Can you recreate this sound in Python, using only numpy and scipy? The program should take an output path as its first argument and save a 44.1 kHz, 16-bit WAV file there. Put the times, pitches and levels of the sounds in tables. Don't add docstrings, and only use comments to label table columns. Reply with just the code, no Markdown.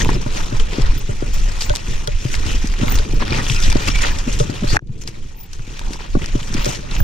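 import sys
import numpy as np
from scipy import signal
from scipy.fft import rfft, irfft, next_fast_len
from scipy.io import wavfile
from scipy.ndimage import uniform_filter1d, map_coordinates

SR = 44100
rng = np.random.default_rng(int(sys.argv[2]) if len(sys.argv) > 2 else 0)


def unload_audio(sound):
    columns = np.transpose(np.atleast_2d(sound))
    steps = np.round(np.clip(columns, -1, 1) * 32767)
    wavfile.write(sys.argv[1], SR, steps.astype(np.int16))


N = 310023

# (time [s], level [dB])
GRIND = [(0, -31), (.28, -39), (.5, -36.5), (.88, -37), (1.18, -42.5), (1.3, -36), (1.75, -37.5),
         (2.1, -40), (2.45, -34), (2.76, -36.5), (3.12, -38), (3.4, -31.5), (3.85, -29.5), (4.1, -35.5),
         (4.6, -35.5), (5.1, -32), (5.5, -44.5), (5.75, -35), (6.1, -40.5), (6.5, -37.5), (6.7, -29),
         (6.8, -40), (7.03, -42.5)]
GAP_DB, GAP_S, LOW_GAP_S = -30, 0.15, 0.039
SHUDDER_FOLLOWS = 0.71


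def amp(db):
    return 10 ** (np.asarray(db) / 20)


def unit(x):
    return x / np.sqrt(np.mean(x ** 2) + 1e-20)


def along(points, hz):
    f, v = np.transpose(points)
    return np.interp(np.log(hz + 1), np.log(f + 1), v)


def clock():
    return np.arange(N) / SR


def curve(rows):
    return np.interp(clock(), *np.transpose(rows))


def wobble(rate_hz):
    return map_coordinates(rng.standard_normal(int(N * rate_hz / SR) + 4), [np.arange(N) * rate_hz / SR])


def filtered(x, response):
    m = next_fast_len(N + 8192)
    return irfft(rfft(x, m) * response(np.fft.rfftfreq(m, 1 / SR)), m)[..., :N]


def coloured(x, spectrum):
    return unit(filtered(x, lambda hz: amp(along(spectrum, hz))))


def add(track, s, sound):
    part = track[..., round(s * SR):round(s * SR) + sound.shape[-1]]
    part += sound[..., :part.shape[-1]]


def granular(rate_hz, spread_db, life_s, share):
    starts = (rng.random(N) < rate_hz / SR) * amp(spread_db * rng.uniform(-1.1, 1, N))
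    bursts = signal.lfilter([1], [1, -np.exp(-1 / (life_s * SR))], starts)
    return (share + unit(bursts)) * rng.standard_normal((2, N))


def hush(gap_db, gap_s, close_s=0.0032):
    start_s, depth_db, refill_s = 4.7702, -15.5, 1.535
    t = np.maximum(clock() - start_s, 0)
    refill_db = depth_db * np.clip(1 - t / refill_s, 0, 1)
    return np.clip(t / close_s, 0, 1) * (refill_db + gap_db * np.exp(-t / gap_s))


def grinding():
    # (centre [s], swell [dB], length [s], fineness [dB])
    patches = [(0.007, 7, 0.067, 3.5), (.098, 4, .05, -4), (0.375, 7, 0.15, 1.5), (0.602, 5, 0.018, 5),
               (0.828, 4.5, 0.3, -2.5), (1.625, 4.5, 0.077, 6), (1.755, 1, 0.028, 8),
               (1.92, 3.5, 0.26, 1.5), (2.339, 4, 0.088, 5), (2.497, 4.5, 0.16, 2), (2.911, 7, 0.35, -1),
               (3.219, 8, 0.042, -7.5), (3.34, 7, 0.19, -6), (3.525, 3, 0.1, 7), (3.634, -1, 0.06, 9),
               (3.885, 10.5, 0.05, 4), (3.957, 6.5, 0.028, -0.5), (4.056, 11.5, 0.19, -1.5),
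               (4.32, 3, 0.12, 1), (4.726, 4.5, 0.13, 5), (4.872, 0, 0.022, 7), (5.02, 7, 0.034, 9.5),
               (5.084, 6.5, 0.035, 9), (5.539, 5.5, 0.078, 2), (5.93, 3, 0.14, 1), (6.043, 4.5, 0.13, -5),
               (6.23, 6, 0.087, 0), (6.577, 5, 0.096, -1.5), (6.655, 3.5, 0.039, 1), (6.954, 7.5, 0.21, -4)]
    s, swell_db, length_s, fine_db = np.transpose(patches)
    swell = np.clip(1 - np.abs(clock()[:, None] - s) / (.5 * length_s), 0, 1)
    return curve(GRIND) + swell @ swell_db, np.sqrt(swell) @ fine_db


def rumble():
    # (frequency [Hz], level [dB per Hz])
    wind_colour = [(5.9, -30), (10, 2.5), (28, 0.5), (70, -17), (90, -19), (120, -34), (200, -120)]
    shudder_colour = [(41, -34), (70, -6), (113, -5.5), (254, -15.5), (332, -17.5), (450, -20.5),
                      (600, -32.5), (800, -43.5), (1410, -88)]
    # (time [s], level [dB])
    gusts = [(0, -13), (.2, -15.5), (.38, -22.5), (.57, -11), (.7, -21), (.88, -12.5), (1.2, -22.5),
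             (1.5, -10.5), (1.75, -21.5), (2.3, -16.5), (2.6, -15.5), (2.95, -10.5), (3.3, -15.5),
             (3.55, -14), (3.83, -16), (4.1, -13.5), (4.3, -20), (4.55, -28), (4.7, -16), (5.1, -20.5),
             (5.3, -14.5), (5.55, -22.5), (5.63, -17.5), (5.8, -21.5), (6.07, -22), (6.3, -25), (6.56, -20),
             (6.9, -29), (7.03, -5.5)]
    # (time [s], level [dB])
    shake = [(0, 2), (.4, -7), (1.2, -6.5), (2, -9), (2.6, -7), (3, -1), (3.5, -6), (4.2, -6), (4.75, -3),
             (4.9, 0.5), (5.15, -1), (5.4, -9), (5.7, -5.5), (6.2, -7.5), (7.03, -3.5)]
    wind = coloured(rng.standard_normal((2, N)), wind_colour)
    shudder = coloured(granular(rate_hz=60, spread_db=2.0, life_s=0.013, share=0.88), shudder_colour)
    wind_db = curve(gusts) + 4 * wobble(14)
    shudder_db = curve(shake) + SHUDDER_FOLLOWS * grinding()[0] + 1.5 * wobble(20)
    low_hush_db = hush(-28, LOW_GAP_S, close_s=0.029)
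    return amp(low_hush_db) * (amp(wind_db) * wind + amp(shudder_db) * shudder)


def pebbles(count, hz, octaves, cycles, spread_db):
    when, pitch, size, side = rng.random((count, 4)).T
    pitch_hz = (hz * 2 ** (octaves * (2 * pitch - 1)))[:, None]
    t = np.arange(192)[None] / SR
    rings = np.sin(2 * np.pi * pitch_hz * t) * np.exp(-t * pitch_hz / cycles)
    rings = amp(spread_db * size ** 2)[:, None] * rings
    where = ((when * N).astype(int)[:, None] + np.arange(192)).ravel()
    turn = 2 * np.pi * side[:, None]
    return unit(np.array([np.bincount(where, (rings * w).ravel())[:N] for w in (np.cos(turn), np.sin(turn))]))


def patchy(x, depth_db):
    z = signal.stft(x, nperseg=256)[2]
    field = uniform_filter1d(rng.standard_normal(z.shape[1:]), size=5, axis=0)
    field = uniform_filter1d(field, size=7, axis=1)
    return signal.istft(z * amp(depth_db * unit(field)), nperseg=256)[1][:, :N]


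def tyres():
    # (frequency [Hz], level [dB per Hz])
    gravel_colour = [(320, -31), (550, 10), (650, -0.5), (934, 7.5), (1490, -3.5), (2000, -35), (2600, -78),
                     (4400, -120)]
    crunch_colour = [(1000, -12), (1700, -9), (1850, -3.5), (2180, -6.5), (2370, -2), (4500, -9),
                     (5850, -16.5), (9900, -120)]
    grit_colour = [(2470, -36), (4200, -14), (5950, 3.5), (6870, 2.5), (11300, -16.5), (13400, -16),
                   (14600, -25), (16000, -66)]
    grind_db, fine_db = grinding()
    swells_db = grind_db - curve(GRIND)
    grains = unit(granular(rate_hz=500, spread_db=3.5, life_s=0.0051, share=0.53))
    cracks = pebbles(count=14000, hz=3500, octaves=1.5, cycles=2.5, spread_db=10)
    grains = grains + amp(-9 + 0.48 * swells_db) * cracks
    grains = patchy(grains, depth_db=2.0)
    gravel_db = -8 - 1.17 * fine_db + 2.4 * wobble(7)
    grit_db = -4.5 + fine_db + 1.56 * wobble(7.9)
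    bands = (coloured(grains, crunch_colour) + amp(gravel_db) * coloured(grains, gravel_colour)
             + amp(grit_db) * coloured(grains, grit_colour))
    return amp(grind_db + hush(GAP_DB, GAP_S) + 0.72 * wobble(35)) * bands


def rocking():
    # (time [s], level [dB])
    jolts = [(.149, -19), (.263, -17.5), (.523, -18), (.783, -27), (1.092, -17), (1.222, -18), (1.362, -24),
             (1.701, -6.5), (2.076, -13), (2.254, -24), (2.544, -27), (2.827, -14), (2.992, -18.5),
             (3.135, -27), (3.751, -15.5), (3.938, -40.5), (4.278, -16.5), (4.402, -6.5), (4.495, -21),
             (4.633, -14), (4.741, -15), (4.766, -20), (6.15, -12), (6.351, -20), (6.66, -9.5),
             (7.002, -17)]
    # (frequency [Hz], t60 [s])
    modes = [(590, 0.099), (1400, 0.035)]
    upper_db, murmur_db, murmur_width_hz = -2, -18.5, 45
    out, t = np.zeros(N), np.arange(SR // 6) / SR
    (low_hz, low_t60), (high_hz, high_t60) = modes
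    for s, db in jolts:
        low = amp(-60 * t / low_t60) * np.sin(2 * np.pi * low_hz * rng.normal(1, 0.0038) * t)
        high = amp(upper_db - 60 * t / high_t60) * np.sin(2 * np.pi * high_hz * rng.normal(1, 0.11) * t)
        add(out, s, amp(db) * (1 - np.exp(-t / 0.0037)) * (low + high))
    shake = granular(rate_hz=23, spread_db=14.0, life_s=0.014, share=0.21)[0]
    murmur = filtered(shake, lambda f: 1j * f / (low_hz ** 2 - f * f + 1j * f * murmur_width_hz))
    level_db = SHUDDER_FOLLOWS * grinding()[0] + hush(GAP_DB, GAP_S) + murmur_db
    return amp(hush(GAP_DB, LOW_GAP_S)) * out + amp(level_db) * unit(murmur)


def knocks():
    # (time [s], level [dB], hardness: gain of the upper modes [dB])
    events = [(.019, -20, 0), (.003, -24, -14), (.033, -30, -14), (.048, -22, -11), (.057, -24, -16),
              (.067, -22, -12.5), (0.092, -13.5, -14), (0.131, -20, -12), (0.263, -27, -11),
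              (1.738, -23, -13), (3.727, -19, -2), (3.766, -25, -5), (4.641, -27, 6), (4.792, -45, 16),
              (5.793, -22.5, -2), (5.814, -33, -14), (5.943, -31, -14), (5.957, -29, -16),
              (5.991, -25, -14), (6.006, -19, -16), (6.03, -36, -14), (6.05, -38, -14), (7.003, -25, 10.5)]
    # (frequency [Hz], level [dB], t60 [s])
    modes = [(960, 0, .018), (1300, -6, .012), (1620, -2, .013), (2400, -7, .01), (5800, -14, .006)]
    out, t = np.zeros(N), np.arange(SR // 20) / SR
    for s, db, hard_db in events:
        ring = np.zeros(len(t))
        for k, (hz, level_db, t60) in enumerate(modes):
            mode_db = level_db + (k > 0) * hard_db + rng.normal(0, 4.5)
            ring += amp(mode_db - 60 * t / t60) * np.sin(2 * np.pi * hz * t)
        add(out, s, amp(db) * (1 - np.exp(-t / 0.000096)) * ring)
    return out


def snaps(count=130):
    # (time [s], nominal level [dB], pitch [Hz], time to fall 11 dB [s])
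    large = [(.0095, -16, 1925, 0.0063), (.0185, -15, 3620, 0.0035), (.0478, -12, 2600, 0.0015),
             (.089, -16.5, 1770, 0.013), (.1013, -19, 6500, 0.0041), (.131, -24, 4400, 0.0031),
             (.083, -24, 4500, .004), (.216, -24, 5470, .006), (.3705, -19.5, 2300, 0.0068),
             (.598, -18, 3070, 0.008), (.733, -19, 2880, 0.0063), (.818, -19.5, 4840, .0056),
             (1.6083, -15.5, 4640, 0.017), (1.616, -23, 4770, 0.0035), (1.6217, -11, 5300, 0.002),
             (1.6966, -12, 3220, 0.002), (1.753, -8.5, 4700, 0.0017), (1.76, -6, 5300, 0.0015),
             (1.768, -15, 5750, 0.0027), (2.0743, -10, 5000, 0.0032), (2.3416, -13, 2120, 0.0043),
             (2.351, -13, 4450, 0.0029), (2.365, -27, 6000, 0.0026), (2.4639, -21, 3850, 0.0049),
             (2.548, -36, 5190, 0.0031), (2.672, -20.5, 5900, 0.0067), (2.739, -22, 2120, 0.0042),
             (2.8126, -24.5, 2720, 0.0063), (2.881, -14, 2130, 0.0058), (2.954, -18, 6030, 0.0099),
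             (2.9867, -12.5, 4470, 0.0039), (3.22, -18, 1850, 0.012), (3.2518, -22, 3200, .003),
             (3.2793, -29, 2360, 0.0043), (3.3067, -22, 4160, 0.0062), (3.3245, -24, 3500, .002),
             (3.362, -25, 3000, .002), (3.383, -16, 1810, 0.0099), (3.466, -17, 3300, 0.0089),
             (3.4985, -10, 3100, 0.0037), (3.546, -18, 5230, .0059), (3.56, -22, 5100, .0055),
             (3.602, -14.5, 6660, .0024), (3.6248, -16, 5060, 0.0041), (3.6354, -17.5, 4860, 0.011),
             (3.68, -18, 2700, 0.0015), (3.7001, -13, 5760, 0.0065), (3.718, -14.5, 2370, 0.0067),
             (3.7267, -9.5, 4140, 0.0018), (3.7685, -18.5, 4170, 0.0047), (3.8767, -14, 4570, 0.0055),
             (3.8862, -16, 4610, 0.0054), (3.959, -20, 2460, 0.0064), (4.0191, -17, 6660, 0.016),
             (4.03, -23, 2520, 0.011), (4.04, -15, 1300, .004), (4.186, -18, 5760, 0.0052),
             (4.3265, -22, 6140, 0.019), (4.389, -20.5, 6200, 0.036), (4.3995, -19, 3800, 0.0053),
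             (4.711, -25, 4130, 0.0036), (4.746, -20, 1200, .006), (4.7565, -18.5, 1190, 0.0077),
             (4.7665, -10, 2240, 0.0033), (4.7675, -16.5, 6000, 0.0019), (4.872, -44.5, 4000, 0.005),
             (4.886, -53, 4000, 0.0033), (5.016, -37, 4450, 0.0051), (5.037, -28, 5700, .0035),
             (5.0756, -17.5, 5130, 0.004), (5.531, -23.5, 5700, 0.0055), (5.594, -30.5, 1300, 0.0051),
             (5.7933, -13.5, 3750, 0.0009), (5.9325, -26, 2200, 0.0024), (5.9335, -21.5, 5300, 0.008),
             (6.22, -22, 2880, .0036), (6.2428, -19, 2500, 0.005), (6.26, -15, 5530, 0.0015),
             (6.402, -25, 3500, .008), (6.43, -22, 2800, 0.0041), (6.568, -22, 2500, .005),
             (6.712, -23, 5500, .005), (6.5406, -18, 5350, 0.006), (6.546, -21, 2500, .005),
             (6.646, -8, 4900, 0.0015), (6.6574, -12, 6350, 0.004), (6.6646, -17, 4000, 0.0021),
             (6.748, -23, 4500, 0.012), (6.9116, -21, 4100, 0.0051), (6.9647, -20, 2670, 0.0074),
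             (7.002, -27, 1660, 0.0036)]
    small_s, attack_s, crack_s = 0.0068, .00015, 0.00063
    dull_db, ring_db, crack_db = -5, -8, -6
    out, t = np.zeros((2, N)), np.arange(2048) / SR
    f = np.fft.rfftfreq(len(t), 1 / SR)
    when, size, pitch = rng.random((count, 3)).T
    small_db = (grinding()[0] + hush(GAP_DB, GAP_S))[(when * N).astype(int)] + 2.5 + 5 * size
    small = zip(when * N / SR, small_db, 2200 * 2.8 ** pitch, [small_s] * count)
    for s, db, hz, length_s in [*large, *small]:
        octaves = np.log2((f + 1) / hz)
        colour = amp(np.minimum(9 * octaves, -16 * octaves))
        colour = colour + amp(dull_db - 11.0 * np.abs(np.log2((f + 1) / 1000)))
        colour = colour * (1 + 0.62 / (1 + (octaves / 0.25) ** 2))
        colour = colour / (1 + (f / 12500) ** 12)
        noise = irfft(rfft(rng.standard_normal((2, len(t)))) * colour)
        ring = [[1], [0]] * np.sin(2 * np.pi * hz * rng.normal(1, 0.03) * t)
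        crack = irfft(rfft(rng.standard_normal((2, len(t)))) * f / (f + 900) / (1 + (f / 7500) ** 4))
        add(out, s, amp(db + crack_db) * np.exp(-t / crack_s) * unit(crack))
        decay = amp(db - 3.5 - 11 * t / length_s) * (1 - np.exp(-t / attack_s))
        add(out, s, decay * (unit(noise) + amp(ring_db) * ring))
    return out


def pings():
    # (time [s], level [dB], pitch [Hz], t60 [s])
    events = [(.0885, -18, 895, 0.027), (0.094, -22, 1050, 0.052), (0.0112, -13, 1890, 0.04),
              (.011, -19, 3530, .03), (.019, -11, 6000, .015), (.028, -10, 6500, .015),
              (.1445, -22, 5200, 0.043), (2.075, -22.5, 3310, 0.039), (2.076, -27, 5500, 0.013),
              (3.2215, -14, 570, 0.021), (3.223, -11, 1040, 0.022), (3.221, -21, 1680, .04),
              (3.324, -9, 2400, .02), (3.3245, -16, 5300, .02), (3.499, -21, 3230, 0.027),
              (3.564, -15, 5150, .02), (3.626, -17, 5000, .02), (3.637, -16, 5800, 0.032),
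              (3.864, -19, 3120, .02), (3.947, -16, 2260, 0.045), (3.958, -12.5, 2300, .05),
              (3.979, -24, 2310, .04), (3.992, -18, 2300, .04), (4.034, -16, 1840, .03),
              (4.4, -23, 1450, .02), (4.746, -18.5, 835, 0.033), (4.746, -24, 1700, .02),
              (4.7565, -13.5, 790, .022), (4.757, -16, 1670, 0.027), (4.764, -19, 1670, .02),
              (4.7665, -5.5, 850, .015), (4.7679, 0.5, 1670, 0.049), (4.768, -15, 2360, .015),
              (4.7675, -13.5, 1160, 0.0204), (6.151, -21, 1130, 0.043)]
    housing_hz = 1700
    out, t = np.zeros((2, N)), np.arange(SR // 12) / SR
    for s, db, hz, t60 in events:
        envelope = amp(db - 60 * t / t60) * (1 - np.exp(-t / 0.00046))
        add(out[int(hz < housing_hz)], s, envelope * np.sin(2 * np.pi * hz * t))
    return out * amp(hush(GAP_DB, GAP_S))


def thuds():
    # (time [s], nominal level [dB], pitch [Hz], relative push level [dB], envelope length [s])
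    events = [(0.0624, -14, 335, 1, 0.004), (0.09, -6, 260, -8, 0.0047), (.139, -23.5, 196, 4.5, 0.025),
              (0.161, -22, 348, 1, 0.014), (0.262, -11.5, 227, -2, 0.0064), (0.523, -15.5, 225, -1, 0.0078),
              (.541, -23, 332, 3, 0.0051), (0.596, -28.5, 445, 4, 0.031), (0.7837, -8.5, 254, -13, 0.0053),
              (.792, -20.5, 400, 1, 0.0094), (0.798, -27, 200, 9, 0.012), (0.875, -34, 417, -10, 0.0084),
              (0.931, -25, 270, -10, 0.0087), (0.961, -23, 214, 0.5, 0.0077), (1.089, -27, 407, 10, 0.015),
              (1.224, -11, 324, -7.5, 0.0047), (1.698, -25, 386, 7, 0.012), (2.077, -24, 440, 5, 0.014),
              (2.25, -20.5, 312, 8, 0.0091), (2.454, -27, 294, -2, 0.0087), (2.5445, -21, 214, -16, 0.0065),
              (2.642, -13, 224, -36, 0.0086), (2.811, -20, 253, 5, 0.014), (2.831, -6, 197, -20, 0.0068),
              (2.946, -22, 260, -9, 0.012), (2.798, -22, 400, -10, .005), (2.995, -25, 430, -10, .015),
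              (3.134, -17, 300, -2, 0.006), (3.215, -19, 225, -26, 0.0096), (3.318, -15.5, 320, -3, 0.0072),
              (3.383, -21.5, 237, 5, 0.021), (3.501, -27, 200, 16.5, 0.032), (3.675, -23, 254, -15, 0.012),
              (3.755, -3, 247, -9.5, 0.0056), (4.267, -20, 200, 1, 0.0074), (4.272, -11.5, 240, -11, 0.016),
              (4.4, -15.5, 432, -2, 0.013), (4.407, -28.5, 470, 17, 0.024),
              (4.4964, -8.5, 218, -10, 0.0057), (4.623, -9.5, 195, -20, 0.015),
              (4.641, -10.5, 258, -4, 0.0059), (4.726, -21.5, 280, 6.5, 0.01),
              (4.822, -36.5, 300, 6, 0.0086), (4.893, -33.5, 206, 14.5, 0.036),
              (5.085, -33.5, 384, 4.5, 0.0059), (5.592, -33, 199, 9, 0.011),
              (5.675, -26.5, 230, -20, 0.0082), (5.705, -30, 297, -10, 0.0064),
              (5.905, -25, 296, -23, 0.0078), (6.007, -29, 380, -10, 0.0072),
              (6.1512, -8, 300, -7.5, 0.0062), (6.168, -12, 217, -24, 0.0094),
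              (6.352, -7, 267, -7.5, 0.006), (6.5, -24, 196, 2, 0.015), (6.528, -28, 250, 6, 0.0067),
              (6.548, -12.5, 242, -6, 0.0071), (6.578, -21, 270, -2, 0.0066),
              (6.664, -14.5, 362, -23, 0.003), (7.002, -25, 214, 11, 0.02)]
    push_hz, push_s = 124.3, 0.0063
    woody_db, woody_hz, woody_s = -16, 600, 0.0033
    out, t = np.zeros((2, N)), np.arange(SR // 8) / SR
    for s, db, hz, push_db, length_s in events:
        overtone = 0.099 * np.sin(2 * np.pi * 1.95 * hz * t + rng.uniform(0, 2 * np.pi))
        swing = np.sin(2 * np.pi * hz * t) + overtone
        u = t / (0.16 * length_s)
        envelope = (u / 2) ** 2.26 * np.exp(0.9 * (2 - u))
        crack_hz = woody_hz * rng.uniform(0.68, 1.426)
        crack = amp(woody_db) * np.exp(-t / woody_s) * np.sin(2 * np.pi * crack_hz * t)
        slow = t / push_s
        push = amp(push_db) * slow * np.exp(1 - slow) * np.sin(2 * np.pi * push_hz * t)
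        sides_db = db + rng.normal(0, 1.9, (2, 1))
        add(out, s, amp(sides_db) * (envelope * swing + push + crack))
    return out


def scrapes():
    # (time [s], length [s], centre [Hz], width [Hz], nominal level [dB])
    rubs = [(2.47, .07, 2900, 900, -33), (3.54, .1, 1395, 110, -33), (3.545, .05, 2520, 250, -30),
            (3.632, .035, 3800, 700, -27), (3.64, .02, 3000, 250, -32), (3.632, .055, 1900, 250, -31),
            (3.385, .035, 1900, 350, -30), (3.9, .03, 5500, 300, -30), (3.905, .03, 2330, 100, -33),
            (4.07, .065, 1700, 100, -35), (4.67, .075, 4500, 700, -27), (5.3, .2, 850, 200, -52),
            (5.865, .05, 880, 250, -39), (.72, .04, 370, 200, -31)]
    out = np.zeros((2, N))
    for s, length_s, hz, width_hz, db in rubs:
        n = round(length_s * SR)
        f = np.fft.rfftfreq(n, 1 / SR)
        noise = irfft(rfft(rng.standard_normal((2, n))) / (1 + (2 * (f - hz) / width_hz) ** 2), n)
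        arch = np.sqrt(np.abs(np.sin(np.pi * np.arange(n) / n)))
        add(out, s, amp(db + 0.69 * wobble(120)[:n]) * arch * unit(noise))
    return out


def brake():
    # (time [s], length [s], level before flutter [dB])
    squeaks = [(0.974, 0.028, -32), (1.33, 0.029, -40.5), (1.63, .06, -47), (2.868, 0.11, -31.5),
               (3.127, .035, -49), (3.81, .035, -44), (4.1, 0.037, -47), (5.347, 0.13, -43),
               (6.565, 0.19, -44), (6.96, .1, -37)]
    s, length_s, db = np.transpose(squeaks)
    arch = np.sin(np.pi * np.clip((clock()[:, None] - s) / length_s, 0, 1)) ** 1.3 @ amp(db)
    pitch_hz = 14890 + 90 * wobble(25) + 80 * wobble(250)
    phase = 2 * np.pi * np.cumsum(pitch_hz) / SR
    flutter_db = 7.2 * np.array([wobble(260), wobble(260)])
    return arch * amp(flutter_db) * np.sin(phase)


def ports(shared, apart):
    # (frequency [Hz], correlation [-1..1])
    alike = [(30, 0.96), (380, 0.64), (480, 1), (750, 0.046), (1000, 0.28), (1400, 0.29), (1900, 0.063),
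             (2300, 0.41), (3400, 1), (4500, 0.027), (5200, 0.75), (7000, 0.09), (8500, 0.5), (14000, 0.57)]
    # (frequency [Hz], lead [rad])
    lead = [(30, -.3), (430, 0), (600, 3), (1550, 2.5), (1750, -.3), (2100, -1.1), (3000, -.1), (4500, .5),
            (7000, 2), (15000, 1.5)]
    # (frequency [Hz], level [dB])
    tilt = [(60, -1), (150, 0.5), (380, 3), (950, 2.5), (2380, 1), (5980, 4.5), (15000, -1.5)]
    turn = lambda hz: np.arccos(np.clip(along(alike, hz), -1, 1)) / 2
    mix = lambda hz: np.array([np.cos(turn(hz)), np.sin(turn(hz))])
    mid, side = filtered(np.array([shared, apart]), mix)
    sign = np.array([[.5], [-.5]])
    return filtered(np.array([mid + side, mid - side]),
                    lambda hz: amp(sign * along(tilt, hz)) * np.exp(1j * sign * along(lead, hz)))


def scene():
    shared, apart = rumble() + tyres() + snaps() + scrapes() + brake()
    airborne, housed = pings()
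    knock = knocks() + housed
    knock_sides = np.array([knock, np.pad(knock, (8, 0))[:N]])
    housing = [[amp(1.5)], [amp(-0.7)]] * thuds() + knock_sides
    return ports(shared + airborne, apart) + housing + [[amp(1.5)], [-amp(-1.5)]] * rocking()


def record(dry):
    top_hz = 15800
    clipped = dry / (1 + np.abs(dry / 1.02) ** 8) ** (1 / 8)
    return filtered(clipped, lambda hz: hz < top_hz)


dry = scene()
out = record(dry)
unload_audio(out)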